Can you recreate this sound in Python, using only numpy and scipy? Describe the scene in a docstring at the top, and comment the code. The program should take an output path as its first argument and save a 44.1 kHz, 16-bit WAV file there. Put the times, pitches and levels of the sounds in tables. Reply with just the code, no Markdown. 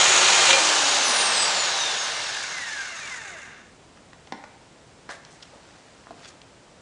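"""Drill on an exhaust pipe, open parking deck

Close to one microphone, a corded drill grinds at the mouth of a motorcycle's steel exhaust pipe, which
rings as the bit scrapes and catches. Pulled off, the drill coasts to a stop, its gear and commutator
whines sliding down through the housing resonances. The man lays it on the paving, stands up and steps
away. The concrete roof and pillars throw back short echoes; the town rumbles in the distance."""
import sys
import numpy as np
from scipy import signal
from scipy.fft import rfft, irfft, next_fast_len
from scipy.io import wavfile

SR = 44100
rng = np.random.default_rng(int(sys.argv[2]) if len(sys.argv) > 2 else 0)


def persist_wave(psi):
    """Save psi, clipped to +-1, as 16-bit WAV."""
    counts = np.round(np.clip(psi, -1, 1) * 32767).astype(np.int16)
    wavfile.write(sys.argv[1], SR, np.atleast_2d(counts).T)


N = 300317
TIME = np.arange(N) / SR

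# gear mesh tones: (multiple of rotor speed, relative level [dB])
MESH_TONES = [(12, 7), (18, 3), (36, 3), (60, 1), (72, 3), (84, -2), (96, -3), (108, -6), (120, -2),
              (132, -7), (144, -7)]
# drill housing, rattled by the teeth: (frequency [Hz], width [Hz], relative level [dB])
HOUSING_MODES = [(654, 60, -14), (900, 110, -11), (1490, 70, -5), (1643, 80, 0), (1788, 160, -1.5),
                 (2120, 80, -2), (2210, 190, -3.5), (2770, 190, -4.5), (3570, 330, -8), (6600, 1200, -2)]
# gear case: (frequency [Hz], width [Hz], then level [dB] for commutator, fan, commutator octave, teeth)
GEARCASE_MODES = [(680, 130, -53, -70, -66, -61), (980, 200, -50, -70, -62, -66),
                  (1340, 120, -46, -66, -56, -63), (1630, 100, -35, -62, -52, -50),
                  (1750, 110, -37, -62, -45, -55), (1930, 80, -38, -62, -48, -58),
                  (2090, 180, -44, -62, -38.5, -47), (2320, 200, -58, -60, -46, -60),
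                  (2830, 170, -43, -54, -54, -53), (3760, 330, -31, -58, -55, -61),
                  (4350, 220, -37, -46, -58, -58), (4880, 380, -29, -48, -46, -66),
                  (5230, 220, -39, -38, -46, -52), (6100, 320, -30.5, -32, -46, -51),
                  (6550, 330, -33, -37, -33.5, -46), (7100, 520, -39, -31, -46, -52),
                  (8000, 400, -48, -26.5, -54, -53), (8950, 650, -54, -27.5, -53, -53),
                  (9750, 450, -58, -34, -54, -58)]
# the slowing spindle rubs: (peak time [s], boost of the running noise [dB], half length [s])
SPINDLE_RUBS = [(1.998, -1, 0.023), (2.79, 0.5, .04), (3.086, 4.5, 0.069)]
# steel pipe: (frequency [Hz], width [Hz], relative level rubbed [dB], relative level struck [dB])
PIPE_MODES = [(543, 10, -4.5, .5), (665, 25, -16, -10), (735, 12, -4, -12), (917, 14, -3, -14),
              (1050, 20, -9, -7), (1338, 12, -5, -20), (1390, 8, -1, -16), (1432, 12, -5, -20),
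              (2196, 6, -3.5, -22), (2408, 4, 1.5, 0), (2745, 14, -2, -10), (3208, 7, 1.5, -7),
              (3768, 12, -8, -20), (4110, 14, -7, -5), (4360, 14, -2.5, -20)]
# the bit catches on the rim: (time [s], blow level [dB], ring level [dB])
RIM_CATCHES = [(0.057, -16.5, -33.5), (0.176, -13.5, -56), (0.231, -15, -56), (0.490, -14, -28.5),
               (0.502, -13, -40), (0.507, -14, -45), (.5295, -13.5, -25)]
# the bit squeals: (peak time [s], level [dB], half length [s])
BIT_SQUEALS = [(0.038, -24, 0.16), (.34, -27, .07)]
# drill, hands and shoes knock:
# (time [s], level over 10 ms [dB], low edge [Hz], high edge [Hz], t60 [s], share of bright crack)
PAVING_KNOCKS = [(3.973, -53, 905, 2800, 0.017, .23), (4.132, -46.5, 690, 3200, 0.016, .23),
                 (4.2725, -48.5, 484, 4000, 0.025, .23), (4.3222, -33, 280, 2900, 0.024, .3),
                 (4.439, -40.5, 450, 2000, 0.028, .3), (5.091, -35.5, 400, 2300, 0.03, .2),
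                 (5.250, -48, 3040, 6530, 0.0093, .23), (6.0695, -45.5, 700, 1800, 0.008, .08),
                 (6.1068, -38, 220, 800, 0.039, .15), (6.4165, -49.5, 2370, 5400, 0.009, .23)]
# ringing bodies: (frequency [Hz], level [dB], t60 [s])
LANDING_MODES = [(205, -39, .1), (255, -27, .04), (790, -26.5, .022), (861, -43, .3), (925, -43, .3),
                 (990, -29, .022), (1448, -50, .2), (1750, -42, .05), (2030, -53, .25), (5510, -55, .38)]  # the drill as it is laid down
HEEL_MODES = [(330, -32.5, .03), (470, -32.5, .03), (690, -32.5, .03)]  # the hollow heel of the first step
# soles and cloth slide: (peak time [s], level [dB], rise [s], fall [s], low edge [Hz], high edge [Hz])
SOLE_AND_CLOTH_SCUFFS = [(5.106, -40, 0.0095, 0.046, 646, 11000), (5.105, -43.5, .012, .03, 1500, 2100),
                         (5.32, -60, 0.02, 0.054, 4000, 9200), (5.428, -40.5, 0.0043, 0.0055, 2800, 5870),
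                         (5.56, -51.5, 0.07, 0.072, 350, 1710), (5.7, -56.5, 0.66, 0.49, 1120, 8600),
                         (6.255, -51, 0.074, 0.068, 920, 9000), (6.251, -48, 0.013, 0.019, 1700, 6000),
                         (6.287, -49.5, 0.011, 0.016, 3600, 10000)]
# reflections off roof and pillars: (delay [s], level [dB])
DECK_ECHOES = [(.015, -24), (.024, -22), (.052, -24), (.073, -24)]
# noise spectra: (frequency [Hz], relative level [dB])
FAN_SPECTRUM = [(60, -39.5), (130, -14.5), (200, -17), (320, -9), (430, -3), (560, 0.5), (900, 4.5),
                (1250, 1), (1700, -6), (3000, -1), (6000, -23.5), (8500, -12.5), (10000, -19),
                (12000, -56.5)]
GEAR_SPECTRUM = [(500, -44.5), (1100, 14), (1450, 16), (1800, 14.5), (2000, 11), (2800, -1), (3300, -4),
                 (6000, -33)]
BRUSH_SPECTRUM = [(1500, -21), (2700, -3.5), (3300, -2), (3700, 1.5), (4300, -0.5), (4650, 0), (5150, -1.5),
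                  (5700, -1), (6500, -12), (8000, -36)]
BEARING_SPECTRUM = [(4500, -38.5), (5500, -3), (6000, 4), (6800, 6), (7300, 3.5), (7900, 1.5), (8600, -7.5),
                    (9400, -2), (10000, -24)]
SCRAPE_SPECTRUM = [(70, -30), (135, -3), (200, -12), (320, -31), (520, -4), (1500, 3), (2500, 5.5),
                   (4000, 5), (5000, -7), (6000, 1), (6800, 4), (7600, -3), (9500, -19)]
KNOCK_SPECTRUM = [(60, -27), (220, -20), (370, 4), (480, -1.5), (750, 4), (1150, -3), (1650, -3),
                  (2500, -5), (5500, -4.5), (10000, -14.5)]
GRIT_SPECTRUM = [(150, -12), (600, 13), (1200, 7), (1720, 6.5), (2100, 3.5), (2800, 2), (5000, 0),
                 (7500, -3), (10000, -9)]
TOWN_SPECTRUM = [(15, -46), (25, -17), (42, -6), (152, -1.5), (227, -4), (257, -3.5), (307, -5),
                 (506, -5.5), (546, -5), (684, -7), (1070, -10.5), (1220, -12), (1910, -15), (7780, -21.5),
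                 (10000, -29), (13000, -86), (22000, -120)]

# loudness follows speed: (level at high speed [dB], knee [turns/s], loss per halving below it [dB])
AIR_LAW = (-24.5, 200, 15.2)
RATTLE_LAW = (-26.5, 446, 4.32)
HISS_LAW = (-23.5, 199, 12.76)
SIZZLE_LAW = (-22.5, 364, 12.5)
HUM_LAW = (-37.4, 375, 20)

WHINE_ORDERS = (24, 39, 48)  # commutator, fan, commutator octave [multiples of rotor speed]
TEETH_PER_TURN = MESH_TONES[0][0]
FULL_TURNS_PER_S, TRIGGER_OFF_S = 368, .415
FRICTION, GREASE, FAN_DRAG = 58.6, .2483, .000452  # braking [turns/s^2], [1/s], [1/turn]
LIFT_OFF_S, LIFT_FADE_S = .484, .061
SCRAPE_DB, RUBBED_RING_DB = -22, -36.5
CATCH_DECAY_S, PIPE_T60_S = .0065, .26
LANDING_S, STEP_S = 4.3225, 6.1075
CUTOFF_HZ = 10150


def drill(speed):
    """The drill, close up: gear rattle, fan air, brush hiss, bearing sizzle and whines follow the rotor."""
    # play in the gears makes the speed waver
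    turns = np.cumsum(speed * (1 + .0012 * drift(70) + .001 * drift(9))) / SR
    once_a_turn = 1 + .095 * np.cos(2 * np.pi * turns)
    # just before the rotor stops, whines and sizzle die away and the teeth knock softly
    singing = np.clip((speed - 12) / 12, 0, 1)
    turning = np.clip(speed / 14, 0, 1)
    rattle = gear_rattle(turns, speed, once_a_turn)
    rattle = singing * rattle + (1 - singing) * band(rattle, 300, 5200)
    gears = loudness(RATTLE_LAW, speed) * rattle * from_db(.21 * drift(22.46))
    air = loudness(AIR_LAW, speed) * coloured(noise(), FAN_SPECTRUM)
    rasp = once_a_turn * from_db(1.1 * drift(250))
    hiss = loudness(HISS_LAW, speed) * coloured(noise() * rasp, BRUSH_SPECTRUM)
    sizzle = loudness(SIZZLE_LAW, speed) * coloured(noise() * rasp, BEARING_SPECTRUM)
    rubbing = from_db(sum(db * swell(s, half_s) for s, db, half_s in SPINDLE_RUBS))
    return turning * rubbing * (gears + air + hiss + singing * sizzle) + singing * whines(turns, speed)


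def rotor_speed():
    """Turns per second: steady under power, then braked by brush friction, grease and fan drag."""
    speeds = np.linspace(FULL_TURNS_PER_S, 0, 2000)
    braking = FRICTION + GREASE * speeds + FAN_DRAG * speeds ** 2
    reached_s = TRIGGER_OFF_S + np.cumsum((speeds[0] - speeds[1]) / braking)
    return np.interp(TIME, reached_s, speeds)


def loudness(law, speed):
    """Gain of one part of the drill: level at high speed, a power of the speed below a soft knee."""
    db, knee, db_per_halving = law
    halvings = np.log2(1 + (knee / (speed + 1e-3)) ** 4) / 4
    return from_db(db - db_per_halving * halvings)


def gear_rattle(turns, speed, once_a_turn):
    """Meshing teeth shake the housing with pulses of noise; at low speed they click one by one."""
    teeth = rms_one(np.exp(.5 * np.cos(2 * np.pi * TEETH_PER_TURN * turns)) * once_a_turn)
    click_share = np.interp(speed, [60, 130], [.35, 0])
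    grinding = np.sqrt(1 - click_share) * noise() * teeth
    clicking = np.sqrt(click_share) * tooth_clicks(turns, speed)
    impacts = (grinding + clicking) * from_db(2.1 * drift(160))
    # as the fan slows, the housing's own ringing stands out
    ring_share = np.interp(speed, [120, 300], [.8, .3])
    ring = np.sqrt(ring_share) * resonate(impacts, HOUSING_MODES)
    return ring + np.sqrt(1 - ring_share) * coloured(noise() * teeth, GEAR_SPECTRUM)


def tooth_clicks(turns, speed, weak_click=.4):
    """Each tooth clicks as it engages and more weakly as it lets go; unit power."""
    per_turn = 2 * TEETH_PER_TURN
    contact = np.floor(per_turn * turns)
    clicks = np.diff(contact, prepend=0) * np.where(contact % 2, weak_click, 1)
    power = per_turn * (speed + 1) / SR * (1 + weak_click ** 2) / 2
    return clicks / np.sqrt(power)


def whines(turns, speed):
    """Commutator, fan and gear teeth sing through the gear case on multiples of the rotor speed."""
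    blur = np.interp(speed, [60, 250], [.27, .36])
    out = 0
    for driver, order in enumerate(WHINE_ORDERS):
        tone = whine(turns, order, speed, flutter_db=1.6, blur_rad=blur)
        out += gearcase_gain(order * speed, driver) * tone
    # slight eccentricity puts sidebands round each whine
    out *= 1 + .4 * drift(40) * np.cos(2 * np.pi * turns)
    # the teeth shift in their play, so their overtones are rougher
    for order, db in MESH_TONES:
        tone = whine(turns, order, speed, flutter_db=3.3, blur_rad=2.5 * blur)
        out += from_db(db) * gearcase_gain(order * speed, driver=len(WHINE_ORDERS)) * tone
    return out


def whine(turns, order, speed, flutter_db, blur_rad):
    """One multiple of the rotor speed, fluttering in strength and phase."""
    audible = np.interp(order * speed, [9800, CUTOFF_HZ], [1, 0])
    flutter = from_db(flutter_db * drift(55))
    phase = 2 * np.pi * order * turns + blur_rad * drift(220)
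    return audible * rms_one(flutter * np.sin(phase))


def gearcase_gain(hz, driver, floor_db=-68):
    """A gliding tone swells as it crosses a gear case resonance; each driver favours its own modes."""
    grid_hz = np.arange(0, 11000, 10)
    power = sum(from_db(levels[driver]) ** 2 / (1 + ((grid_hz - centre) / width) ** 2) ** 4
                for centre, width, *levels in GEARCASE_MODES)
    return np.interp(hz, grid_hz, np.sqrt(power + from_db(floor_db) ** 2))


def rotor_hum(speed):
    """The slightly unbalanced rotor hums at its turning rate."""
    turns = np.cumsum(speed * (1 + .002 * drift(9))) / SR
    return loudness(HUM_LAW, speed) * whine(turns, 1, speed, flutter_db=2.6, blur_rad=.25)


def bit_on_pipe():
    """At the pipe's mouth the bit scrapes, squeals and catches until lifted off; the steel rings."""
    pressure = np.exp(-np.maximum(TIME - LIFT_OFF_S, 0) / LIFT_FADE_S)
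    friction = coloured(noise() * from_db(2 * drift(180.2)), SCRAPE_SPECTRUM)
    scrape = from_db(SCRAPE_DB) * pressure * friction
    squealing = sum(from_db(db) * swell(s, half_s) for s, db, half_s in BIT_SQUEALS)
    squeal = squealing * steel_tone(6756, width_hz=34)
    blows, struck = np.zeros(N), np.zeros(N)
    for s, blow_db, ring_db in RIM_CATCHES:
        add(blows, from_db(blow_db) * np.exp(-TIME[:SR // 10] / CATCH_DECAY_S), s)
        add(struck, from_db(ring_db) * decay(TIME[:SR], PIPE_T60_S), s)
    rubbed = from_db(RUBBED_RING_DB) * pressure
    ring = sum(np.hypot(from_db(rub_db) * rubbed, from_db(hit_db) * struck) * steel_tone(hz, width)
               for hz, width, rub_db, hit_db in PIPE_MODES)
    catches = band(blows * coloured(noise(), SCRAPE_SPECTRUM), 220, 10000)
    return scrape + ring + squeal + catches


def steel_tone(hz, width_hz):
    """A rubbed mode keeps ringing while its phase and strength wander."""
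    phase = np.cumsum(2 * np.pi * hz / SR + np.sqrt(2 * np.pi * width_hz / SR) * noise())
    return rms_one(np.sin(phase) * from_db(2 * drift(30)))


def knocks():
    """Hard contacts down on the paving: a sharp push and a short, dead rattle."""
    out, t = np.zeros(N), TIME[:SR // 5]
    grain = coloured(noise(), KNOCK_SPECTRUM)
    push = np.exp(-((t - .001) / .00074) ** 2)
    for k, (s, db, low_hz, high_hz, t60, crack) in enumerate(PAVING_KNOCKS):
        rattle = grain[k * len(t):(k + 1) * len(t)] * decay(t, t60)
        hit = band(rattle - push, low_hz, high_hz) + crack * band(rattle, 2700, 5200)
        rms_10ms = np.sqrt(np.sum(hit ** 2) / (SR // 100))
        add(out, from_db(db) * hit / rms_10ms, s)
    return out


def body_ring(modes, s):
    """Drill or heel rings briefly as it meets the paving."""
    out, t = np.zeros(N), TIME[:SR // 2]
    for hz, db, t60 in modes:
        add(out, from_db(db) * np.sin(2 * np.pi * hz * t) * decay(t, t60), s)
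    return band(out, 180, 9000)


def scuffs():
    """Near the microphone, grit crunches under soles and cloth slides as the man gets up."""
    grit = coloured(noise() * from_db(2.6 * drift(700)), GRIT_SPECTRUM)
    out = 0
    for s, db, rise, fall, low_hz, high_hz in SOLE_AND_CLOTH_SCUFFS:
        stroke = swell(s, np.where(TIME < s, rise, fall))
        out += from_db(db) * stroke * rms_one(band(grit, low_hz, high_hz))
    return out


def under_roof(direct, tail_db, t60, dull_hz):
    """The direct sound reaches the microphone first, then echoes and a dull tail off the concrete."""
    t = TIME[:SR]
    build_up = np.clip(t / .0049, 0, 1) ** 2
    tail = band(rng.standard_normal(SR), 150, dull_hz) * decay(t, t60) * build_up
    response = from_db(tail_db) * tail / np.sqrt(np.sum(tail ** 2))
    for s, db in DECK_ECHOES:
        add(response, from_db(db) * np.hanning(5) / 2, s)
    return direct + signal.fftconvolve(direct, response)[:N]


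def distant_town():
    """Far beyond the deck the town rumbles, with a faint thin whistle on top."""
    rumble = from_db(-52) * coloured(noise(), TOWN_SPECTRUM) * from_db(.067 * drift(14))
    whistle = from_db(-74.5) * np.sin(2 * np.pi * 7570 * TIME + 1.2 * drift(40))
    return rumble + whistle


def from_db(db):
    """Decibels to gain."""
    return 10 ** (np.asarray(db) / 20)


def rms_one(x):
    """Scale to unit power."""
    return x / np.sqrt(np.mean(x ** 2) + 1e-20)


def noise():
    """White noise."""
    return rng.standard_normal(N)


def drift(rate_hz):
    """Smooth random wander of unit spread."""
    knots = rng.standard_normal(8000)
    return rms_one(np.interp(TIME * rate_hz, np.arange(len(knots)), knots))


def swell(s, half_length_s):
    """A smooth rise and fall round a moment."""
    return np.exp(-((TIME - s) / half_length_s) ** 2)


def decay(t, t60):
    """A fall of 60 dB every t60 seconds."""
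    return np.exp(-np.log(1000) * t / t60)


def coloured(x, spectrum):
    """Give a signal a spectrum, rolled off below its first point; unit power."""
    size = next_fast_len(N)
    hz, db = np.transpose(spectrum)
    bins = np.arange(size // 2 + 1) * SR / size + 1e-3
    gain = from_db(np.interp(np.log(bins), np.log(hz), db)) * np.minimum(bins / hz[0], 1) ** 2
    return rms_one(irfft(rfft(x, size) * gain, size)[:N])


def resonate(x, modes):
    """Parallel resonances of alternating sign, each at its own power; unit power in all."""
    out = 0
    for k, (hz, width, db) in enumerate(modes):
        radius = np.exp(-np.pi * width / SR)
        feedback = [1, -2 * radius * np.cos(2 * np.pi * hz / SR), radius ** 2]
        out += (-1) ** k * from_db(db) * rms_one(signal.lfilter([1, 0, -1], feedback, x))
    return rms_one(out)


def band(x, low_hz, high_hz):
    """Gentle causal band-pass."""
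    return signal.sosfilt(signal.butter(2, [low_hz, high_hz], "band", fs=SR, output="sos"), x + 1e-18)


def add(out, x, s):
    """Mix a short sound in at a time."""
    at = int(s * SR)
    out[at:at + len(x)] += x[:N - at]


def scene():
    """One microphone under the deck's roof, the same on both channels."""
    speed = rotor_speed()
    work = under_roof(drill(speed) + bit_on_pipe(), tail_db=-13.5, t60=.5, dull_hz=8500)
    contacts = knocks() + body_ring(LANDING_MODES, LANDING_S) + body_ring(HEEL_MODES, STEP_S)
    handling = under_roof(contacts, tail_db=-11, t60=.67, dull_hz=3520)
    movement = under_roof(scuffs(), tail_db=-17.5, t60=.9, dull_hz=2980)
    return np.tile(work + rotor_hum(speed) + handling + movement + distant_town(), (2, 1))


def record(dry):
    """Behind the microphone, the highest peaks are clipped and the top is cut steeply."""
    low_pass = signal.ellip(12, .1, 80, CUTOFF_HZ, fs=SR, output="sos")
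    return signal.sosfilt(low_pass, np.clip(dry, -.65, .65))


dry = scene()
out = record(dry)
persist_wave(out)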